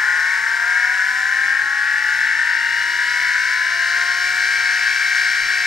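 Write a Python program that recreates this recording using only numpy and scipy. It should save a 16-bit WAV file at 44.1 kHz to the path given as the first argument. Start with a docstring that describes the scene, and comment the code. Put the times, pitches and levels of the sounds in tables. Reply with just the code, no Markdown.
"""Several open hard drives spin up side by side on a carpet and lock at full speed.
Motor coils force the cast frames to vibrate at multiples of each shaft speed, so the hum rises in pitch.
Two ball bearings sing through the casting, while air and bearings whir and hiss in the frames.
Steady whines and a buzz join as the speeds lock. Beneath lie a brief low note, mains hum,
a screen's faint whistle, the quiet room and soft bumps of a hand on a small camera close by."""
import sys
import numpy as np
from scipy import signal
from scipy.fft import rfft, irfft, next_fast_len
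from scipy.io import wavfile
from scipy.ndimage import uniform_filter1d

SR = 44100
rng = np.random.default_rng(int(sys.argv[2]) if len(sys.argv) > 2 else 0)


def digitize_waveform(pressure):
    """Quantize a signal to 16-bit integers and store it at the path in sys.argv[1].

    Rows of a 2-D input are taken as channels; values are limited to [-1, 1].
    """
    field = np.atleast_2d(pressure).T
    bounded = np.clip(field, -1, 1)
    quanta = np.round(bounded * 32767).astype(np.int16)
    wavfile.write(sys.argv[1], SR, quanta)


N = 249606

# Shaft rotation: start_hz, free_hz, time_constant_s, held_hz
FIRST_SHAFT = (34.353, 126.19, 13.036, 60.6)
SECOND_SHAFT = (34.8, 112.88, 11.145, 59.18)
THIRD_SHAFT = (37.0, 124.72, 11.886, 60.65)
# Driving force, one row a shaft: start_db, drift_db_per_s, lock_change_db, half_transition_s
MOTOR_EFFORT = [(0.5, 0, -4.5, 0.14), (-2, 0.5, -2, 0.26), (10, -2, -40, 0.34)]
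# Motor partials, in parallel lists: order (multiple of shaft speed), level_db, lock_change_db
FIRST_MOTOR_ORDERS = [6, 12, 13, 16, 18, 19, 22, 23, 24, 25, 30, 36]
FIRST_MOTOR_DB = [15.5, 13, -3, -5.5, 10.5, -5.5, -11, -9, 9, -7, 8.5, 7]
FIRST_LOCK_DB = [-8, -0.5, 0.5, -12, -4, 10.5, -5, -7, -3.5, -3, -18, 10]
FIRST_UPPER_ORDERS = [28, 42, 42.95, 44, 44.95, 48, 54, 56.14, 58.13, 60, 64.03, 66, 89.9]
FIRST_UPPER_DB = [1, 3.5, -8.5, -5, -2, 2, 7, -3, -2, 10, -6, 8.5, -1]
FIRST_UPPER_LOCK_DB = [1, 4, 23.5, -3, 13, -14, -9, 5, 5, -12, 15, -3, 2]
THIRD_MOTOR_ORDERS = [6, 12, 18, 23.05, 24, 30]
THIRD_MOTOR_DB = [10.5, -1, -4, -11.5, -3, -10]
# Further motor tones that climb in step with the second shaft and ease at lock: order, level_db
FURTHER_TONE_ORDERS = [12.25, 18.38, 28.19, 31.75, 34.39, 36.77]
FURTHER_TONE_DB = [-3.5, -9, -7, 7, 6, 4]
# Second drive's bearing, one row a ball-pass harmonic with sidebands one shaft speed apart:
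# two_below_db, one_below_db, carrier_db, one_above_db, two_above_db
BEARING_SIDEBANDS = [(-4, -2, 4, -2, -2), (-16, -6, 3, -1, -6), (-12, 3, 8.5, 5.5, -2),
                     (-7, 10.5, 11, 1, -4), (-4, 7, 6, 5, -6), (-3, 2, 9, 10.5, -8), (-5, 1, 8, 17, -2),
                     (-9, 0, 4, 4, -6), (-7, 1, 6, 3, -6), (-2, 10, 9, 7, -6), (-4, 8, 8, 8, -4),
                     (-4, 7, 7.5, 4, 1), (0, 2, 4, 0, 0), (-2, 3, -2, 0, -3), (-6, 4, 1, 0, 0),
                     (-8, 0, -8, -8, -8), (-8, -5, -2, -1, -6), (-6, -9, -2, -10, -7), (-9, 0, 0, 0, -4)]
# Swells and ebbs of that bearing: centre_s, change_db
BEARING_SWELLS = [(.15, 2.5), (.6, -3.5), (.85, 3.5), (1.15, -5), (1.45, 1), (1.68, -5.5), (2.28, 2),
                  (2.55, 0.5), (3.35, 0.2), (3.7, -0.5), (4.35, -4.5), (5.2, 2.5)]
# Third drive's bearing, in parallel lists: order, level_db
THIRD_BEARING_ORDERS = [24.86, 27.96, 28.76, 31.42, 35.1, 36.02, 37.4, 38.46, 40.03, 40.36, 41.8, 42.06,
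                        44.87, 47.8]
THIRD_BEARING_DB = [-6, -2.5, -5, -1, -7, -8, -8, -6, -20, -4.5, -6, -2, -3, 0]
# Broad radiation curves: frequency_hz, gain_db
FRAME_RESPONSE = [(200, -96), (300, -76.5), (420, -71.5), (510, -73.5), (580, -85.5), (640, -70),
                  (660, -79.5), (690, -57), (830, -55), (930, -48.5), (1120, -49), (1200, -61),
                  (1290, -57.5), (1450, -39), (1700, -45.5), (1850, -45), (2050, -49), (2600, -46)]
CASTING_RESPONSE = [(900, -61), (1250, -65), (1350, -48.5), (1450, -38), (1550, -35), (1600, -35),
                    (1660, -37.5), (1730, -36), (1800, -38), (1880, -37), (1960, -42.5), (2050, -48),
                    (2130, -48.5), (2200, -49.5), (2300, -53.5), (2400, -57.5), (2600, -60.5),
                    (2780, -63.5), (2890, -62), (3000, -59.5), (3080, -73), (3250, -66.5), (3600, -62.5),
                    (3900, -61), (4400, -55), (5400, -52), (6700, -55.5)]
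# Resonances: centre_hz, width_hz, lift_db
FRAME_MODES = [(1690, 61, 11), (1790, 420, 0.5)]
CASTING_MODES = [(1620, 60, 4), (1810, 70, 6), (2200, 90, 8), (2850, 160, 9), (3900, 150, 3),
                 (5400, 200, 3)]
HISS_MODES = [(3040, 180, 2), (3960, 170, 2), (4310, 150, 1), (4840, 190, 2.5), (5340, 230, 2.5),
              (8500, 420, 3.5)]
# Whines, in parallel lists: pitch_hz, level_db
WHINE_PITCHES = [1340, 1567, 1697, 1722, 1820, 1882, 2228, 2288, 2347]
WHINE_LEVELS = [-47, -35, -33, -42, -36, -38, -38, -33.5, -34.5]
# Buzz harmonics from the fundamental up: level_db
BUZZ_HARMONICS = [-70.5, -65.5, -67, -53.5, -64, -49]
# Spells of buzzing: start_s, end_s, gain_db
BUZZ_SPELLS = [(3.943, 4.15, 6.5), (4.312, 4.82, 8.5), (4.82, 6, 4)]
# Brief low note: pitch_hz, start_s, end_s, level_db
BRIEF_NOTE = (330, 1.35, 1.66, -56)
# Mains hum and screen whistle, in parallel lists: pitch_hz, level_db
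ELECTRIC_PITCHES = [59, 120, 15734]
ELECTRIC_LEVELS = [-70, -60.5, -78]
# Air noise envelopes: time_s, whir_db, hiss_db
AIR_LEVELS = [(0, -23, -33.5), (.4, -26, -33.5), (.8, -23, -34), (1.1, -24, -33.5), (1.4, -25, -34.5),
              (1.7, -26.5, -36.5), (2.1, -26, -34), (2.4, -26, -34.5), (2.8, -26, -34), (3.3, -23.5, -31.5),
              (3.6, -25.5, -33), (4, -23, -32.5), (4.3, -26.5, -30.5), (4.6, -24.5, -31.5),
              (5.1, -24, -30.5), (5.66, -25.5, -31)]
# Noise spectra: frequency_hz, relative_density_db
WHIR_SPECTRUM = [(350, -108), (600, -63), (815, -25), (914, -20.5), (1230, -19), (1400, -5), (1570, 1.5),
                 (1870, -2.5), (2030, -7.5), (2250, -7.5), (2500, -20.5), (2900, -39), (3300, -24.5),
                 (4290, -56), (7260, -120)]
HISS_SPECTRUM = [(1650, -18), (2800, -0.5), (3210, -5.5), (3600, -4.5), (3840, -0.5), (4460, -3.5),
                 (5450, 0), (6620, -5.5), (8440, -9.5), (9670, -20), (10800, -15), (12000, -21),
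                 (13600, -18), (14300, -22), (15500, -34)]
ROOM_SPECTRUM = [(12, -44), (20, -22), (38, -26), (86, -47), (119, -10), (151, -22.5), (318, -10.5),
                 (594, -16), (700, -8), (910, -20), (1540, -120)]
# Bumps of the hand: time_s, envelope_peak_db
HAND_BUMPS = [(0.199, -57), (0.979, -61), (2.149, -60), (3.249, -53), (4.229, -51.5), (4.879, -62.5),
              (5.416, -46)]
# Likeness of the noise on the two sides: frequency_hz, coherence (0 to 1)
NOISE_COHERENCE = [(60, 0), (300, 0.13), (700, 0.55), (1400, 1), (4000, 0.98), (7000, 0.95), (10000, 0.37),
                   (15000, 0.2)]
# Level difference between the microphone ports: frequency_hz, left_over_right_db
PORT_BALANCE = [(60, 12.5), (150, 9.5), (380, 7), (950, 6.5), (2380, 4), (5980, 2), (9000, -3), (15000, -1)]
# Phase difference between the ports: frequency_hz, left_lead_rad
PORT_PHASE = [(60, -2.16), (340, -1.95), (1290, -0.73), (2500, -0.55), (4220, -0.34), (6000, 0.75),
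              (8600, 0.86), (15000, 0.1)]


def motor(shaft, orders, levels_db, effort_db, flicker_db):
    """Forced vibration: coil switching or a rolling bearing shakes a drive at multiples of shaft speed."""
    angle = shaft_angle(shaft)
    return amp(effort_db) * sum(tone(k * angle, db, flicker_db) for k, db in zip(orders, levels_db))


def shaft_speed(shaft):
    """First-order lag: turns per second climb towards the free speed until the controller holds them."""
    start_hz, free_hz, lag_s, held_hz = shaft
    return np.minimum(free_hz - (free_hz - start_hz) * np.exp(-np.arange(N) / SR / lag_s), held_hz)


def shaft_angle(shaft):
    """Angle in radians is the integral of angular speed."""
    return 2 * np.pi * np.cumsum(shaft_speed(shaft)) / SR


def lock_time(shaft):
    """The exponential approach, inverted, gives the time in seconds at which the held speed is reached."""
    start_hz, free_hz, lag_s, held_hz = shaft
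    return lag_s * np.log((free_hz - start_hz) / (free_hz - held_hz))


def effort(shaft, rule):
    """Driving force in dB: it may drift slowly, and it drops around the moment of lock."""
    start_db, drift_db_per_s, change_db, half_s = rule
    locked = ramp(lock_time(shaft) - half_s, 2 * half_s)
    return start_db + drift_db_per_s * np.arange(N) / SR + change_db * locked


def shift_at_lock(levels_db, changes_db, over_s):
    """Timbre follows excitation: the first motor's partials change level as its current falls at lock."""
    locked = ramp(lock_time(FIRST_SHAFT), over_s)
    return [db + change * locked for db, change in zip(levels_db, changes_db)]


def motor_frames():
    """Source and filter: the partials of the motors glide through the fixed resonances of the frames."""
    first_db, further_db, third_db = map(effort, (FIRST_SHAFT, SECOND_SHAFT, THIRD_SHAFT), MOTOR_EFFORT)
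    partials_db = shift_at_lock(FIRST_MOTOR_DB, FIRST_LOCK_DB, over_s=0.018)
    first = motor(FIRST_SHAFT, FIRST_MOTOR_ORDERS, partials_db, first_db, flicker_db=1.6)
    further = motor(SECOND_SHAFT, FURTHER_TONE_ORDERS, FURTHER_TONE_DB, further_db, flicker_db=3)
    third = motor(THIRD_SHAFT, THIRD_MOTOR_ORDERS, THIRD_MOTOR_DB, third_db, flicker_db=4)
    # The third frame radiates less above 1020 Hz.
    third = filtered(third, lambda hz: amp(-15 * np.clip((hz - 1020) / 60, 0, 1)))
    return filtered(first + further + third, radiation(FRAME_RESPONSE, FRAME_MODES))


def bearing_song(passes_per_turn=4.5, lowest_harmonic=6, swell_s=0.058, speed_exponent=2.05):
    """Amplitude modulation: balls knock on a flaw in the race, and the turning load adds sidebands."""
    angle = shaft_angle(SECOND_SHAFT)
    early = 1 - ramp(0, 2.5)  # at first the carriers stand out from their sidebands
    song = 0
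    for harmonic, row in enumerate(BEARING_SIDEBANDS, lowest_harmonic):
        scatter_rad = min(np.pi, harmonic * 0.17)  # higher tones are less in step
        for sideband, db in enumerate(row, -2):
            early_db = -11 if sideband < 0 else -5 if sideband > 0 else 4
            order = harmonic * passes_per_turn + sideband
            song += tone(order * angle, db + early * early_db, flicker_db=1.72, scatter_rad=scatter_rad)
    t = np.arange(N) / SR
    swell_db = sum(db * np.exp(-((t - centre_s) / swell_s) ** 2) for centre_s, db in BEARING_SWELLS)
    speed_fraction = shaft_speed(SECOND_SHAFT) / SECOND_SHAFT[-1]
    return amp(2.5 + swell_db) * speed_fraction ** speed_exponent * song


def casting():
    """Structure-borne sound: both bearings and the first motor's upper partials excite the casting."""
    upper_db = shift_at_lock(FIRST_UPPER_DB, FIRST_UPPER_LOCK_DB, over_s=0.03)
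    upper = motor(FIRST_SHAFT, FIRST_UPPER_ORDERS, upper_db, effort_db=0, flicker_db=1.5)
    drop_db = -8 * ramp(lock_time(THIRD_SHAFT), 0.18)
    rattle = motor(THIRD_SHAFT, THIRD_BEARING_ORDERS, THIRD_BEARING_DB, drop_db, flicker_db=-1)
    return filtered(bearing_song() + upper + rattle, radiation(CASTING_RESPONSE, CASTING_MODES))


def steady_tones(buzz_hz=231.5):
    """Superposition of fixed pitches: whines from the second lock on, buzz, low note, hum and whistle."""
    buzz_gain = sum(amp(db) * gate(start_s, end_s) for start_s, end_s, db in BUZZ_SPELLS)
    buzz = buzz_gain * partials(buzz_hz * np.arange(1, len(BUZZ_HARMONICS) + 1), BUZZ_HARMONICS)
    whines = ramp(lock_time(SECOND_SHAFT), 0.06) * partials(WHINE_PITCHES, WHINE_LEVELS)
    pitch_hz, start_s, end_s, level_db = BRIEF_NOTE
    low_note = gate(start_s, end_s) * partials([pitch_hz], [level_db])
    hum_and_whistle = partials(ELECTRIC_PITCHES, ELECTRIC_LEVELS, flicker_db=0)
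    return whines + buzz + low_note + hum_and_whistle


def air_noise(passes_per_turn=4.5):
    """Modulated noise: air whirs in the frames; hiss pulses with each ball pass and first-platter turn."""
    whir_db, hiss_db = envelopes(AIR_LEVELS)
    ball_pulse = 0.11 * np.cos(passes_per_turn * shaft_angle(SECOND_SHAFT))
    platter_pulse = 0.025 * sum(np.cos(k * shaft_angle(FIRST_SHAFT)) for k in range(1, 4))
    whir = amp(whir_db + 0.092 * wobble(4.7)) * stereo_noise(WHIR_SPECTRUM, patchy_db=1.5)
    hiss_gain = amp(hiss_db + 0.27 * wobble(12) + 0.5 * wobble(6)) * (1 + ball_pulse + platter_pulse)
    return whir + hiss_gain * stereo_noise(HISS_SPECTRUM, patchy_db=0.76, modes=HISS_MODES)


def hand_bumps(pitch_hz=28, half_width_s=0.047):
    """Wave packets: each bump of the hand is a very low oscillation under a Gaussian envelope."""
    t = np.arange(N) / SR
    return sum(amp(db) * np.exp(-((t - time_s - 0.03) / half_width_s) ** 2)
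               * np.sin(2 * np.pi * pitch_hz * (t - time_s)) for time_s, db in HAND_BUMPS)


def room_noise(level_db=-55.5):
    """Ambient noise floor: the quiet room is a low rush whose level wavers."""
    return amp(level_db + 1.5 * wobble(4)) * stereo_noise(ROOM_SPECTRUM, patchy_db=1.5)


def tone(angle, level_db, flicker_db, scatter_rad=np.pi):
    """Random amplitude modulation: a sinusoid with a random phase offset flickers about an rms level."""
    amplitude = np.sqrt(2) * amp(level_db + flicker_db * wobble(9))
    return amplitude * np.cos(angle + scatter_rad * rng.uniform(-1.136, 1))


def partials(pitches_hz, levels_db, flicker_db=2):
    """Additive synthesis: a sum of tones of constant frequency."""
    t = np.arange(N) / SR
    return sum(tone(2 * np.pi * hz * t, db, flicker_db) for hz, db in zip(pitches_hz, levels_db))


def stereo_noise(spectrum, patchy_db, modes=()):
    """Partial coherence: independent mid and side noises, with patches of random gain, mix to rms 1."""
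    cells = signal.stft(rng.standard_normal((2, N)), nperseg=512)[2]
    patches = uniform_filter1d(rng.standard_normal(cells.shape[1:]), size=5, axis=0)  # over frequency
    patches = uniform_filter1d(patches, size=12, axis=1)  # over time
    pair = signal.istft(cells * amp(patchy_db * unit_rms(patches)), nperseg=512)[1][:, :N]

    def response(hz):
        mix_rad = np.arccos(np.clip(log_interp(NOISE_COHERENCE, hz), -1, 1)) / 2
        return radiation(spectrum, modes)(hz) * [np.cos(mix_rad), np.sin(mix_rad)]
    mid, side = filtered(pair, response)
    return unit_rms(np.array([mid + side, mid - side]))


def radiation(broad, modes):
    """Resonance: each mode adds a Lorentzian peak in dB to a broad frequency response."""
    def response(hz):
        lift_db = sum(db / (1 + (2 * (hz - centre) / width) ** 2) for centre, width, db in modes)
        return amp(log_interp(broad, hz) + lift_db)
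    return response


def filtered(x, response):
    """Linear filtering multiplies the spectrum by a response; mirrored ends let it run in smoothly."""
    edge = SR // 4
    padded = np.pad(x, [(0, 0)] * (x.ndim - 1) + [(edge, edge)], "reflect")
    size = next_fast_len(N + 2 * edge)
    return irfft(rfft(padded, size) * response(np.fft.rfftfreq(size, 1 / SR)), size)[..., edge:edge + N]


def amp(db):
    """Amplitude ratio: tenfold for every 20 dB."""
    return 10 ** (np.asarray(db) / 20)


def unit_rms(x):
    """Normalisation to a mean power of 1."""
    return x / np.sqrt(np.mean(x ** 2) + 1e-20)


def log_interp(points, hz):
    """Interpolation of (frequency_hz, value) points on a logarithmic frequency axis."""
    knots_hz, values = np.transpose(points)
    return np.interp(np.log(hz + 1), np.log(knots_hz + 1), values)


def envelopes(rows):
    """Linear interpolation in time of each column after time_s."""
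    times_s, *columns = np.transpose(rows)
    return [np.interp(np.arange(N) / SR, times_s, column) for column in columns]


def wobble(rate_hz):
    """Slow fluctuation: straight lines join Gaussian values drawn at rate_hz."""
    knots = rng.standard_normal(400)
    return np.interp(np.arange(N) * rate_hz / SR, np.arange(len(knots)), knots)


def ramp(start_s, rise_s):
    """Linear onset from 0 to 1."""
    return np.clip((np.arange(N) / SR - start_s) / rise_s, 0, 1)


def gate(start_s, end_s):
    """Trapezoidal envelope with a short attack and release."""
    return ramp(start_s, 0.026) - ramp(end_s, 0.021)


def scene():
    """Superposition: the pressures of all sources add."""
    return motor_frames() + casting() + steady_tones() + hand_bumps() + air_noise() + room_noise()


def record(dry, band_limit_hz=15770):
    """Stereo cues: the two ports differ in level and phase; nothing passes above the band limit."""
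    def response(hz):
        left = amp(log_interp(PORT_BALANCE, hz) / 2) * np.exp(0.5j * log_interp(PORT_PHASE, hz))
        return np.array([left, 1 / left]) * (hz < band_limit_hz)
    return filtered(dry, response)


dry = scene()
out = record(dry)
digitize_waveform(out)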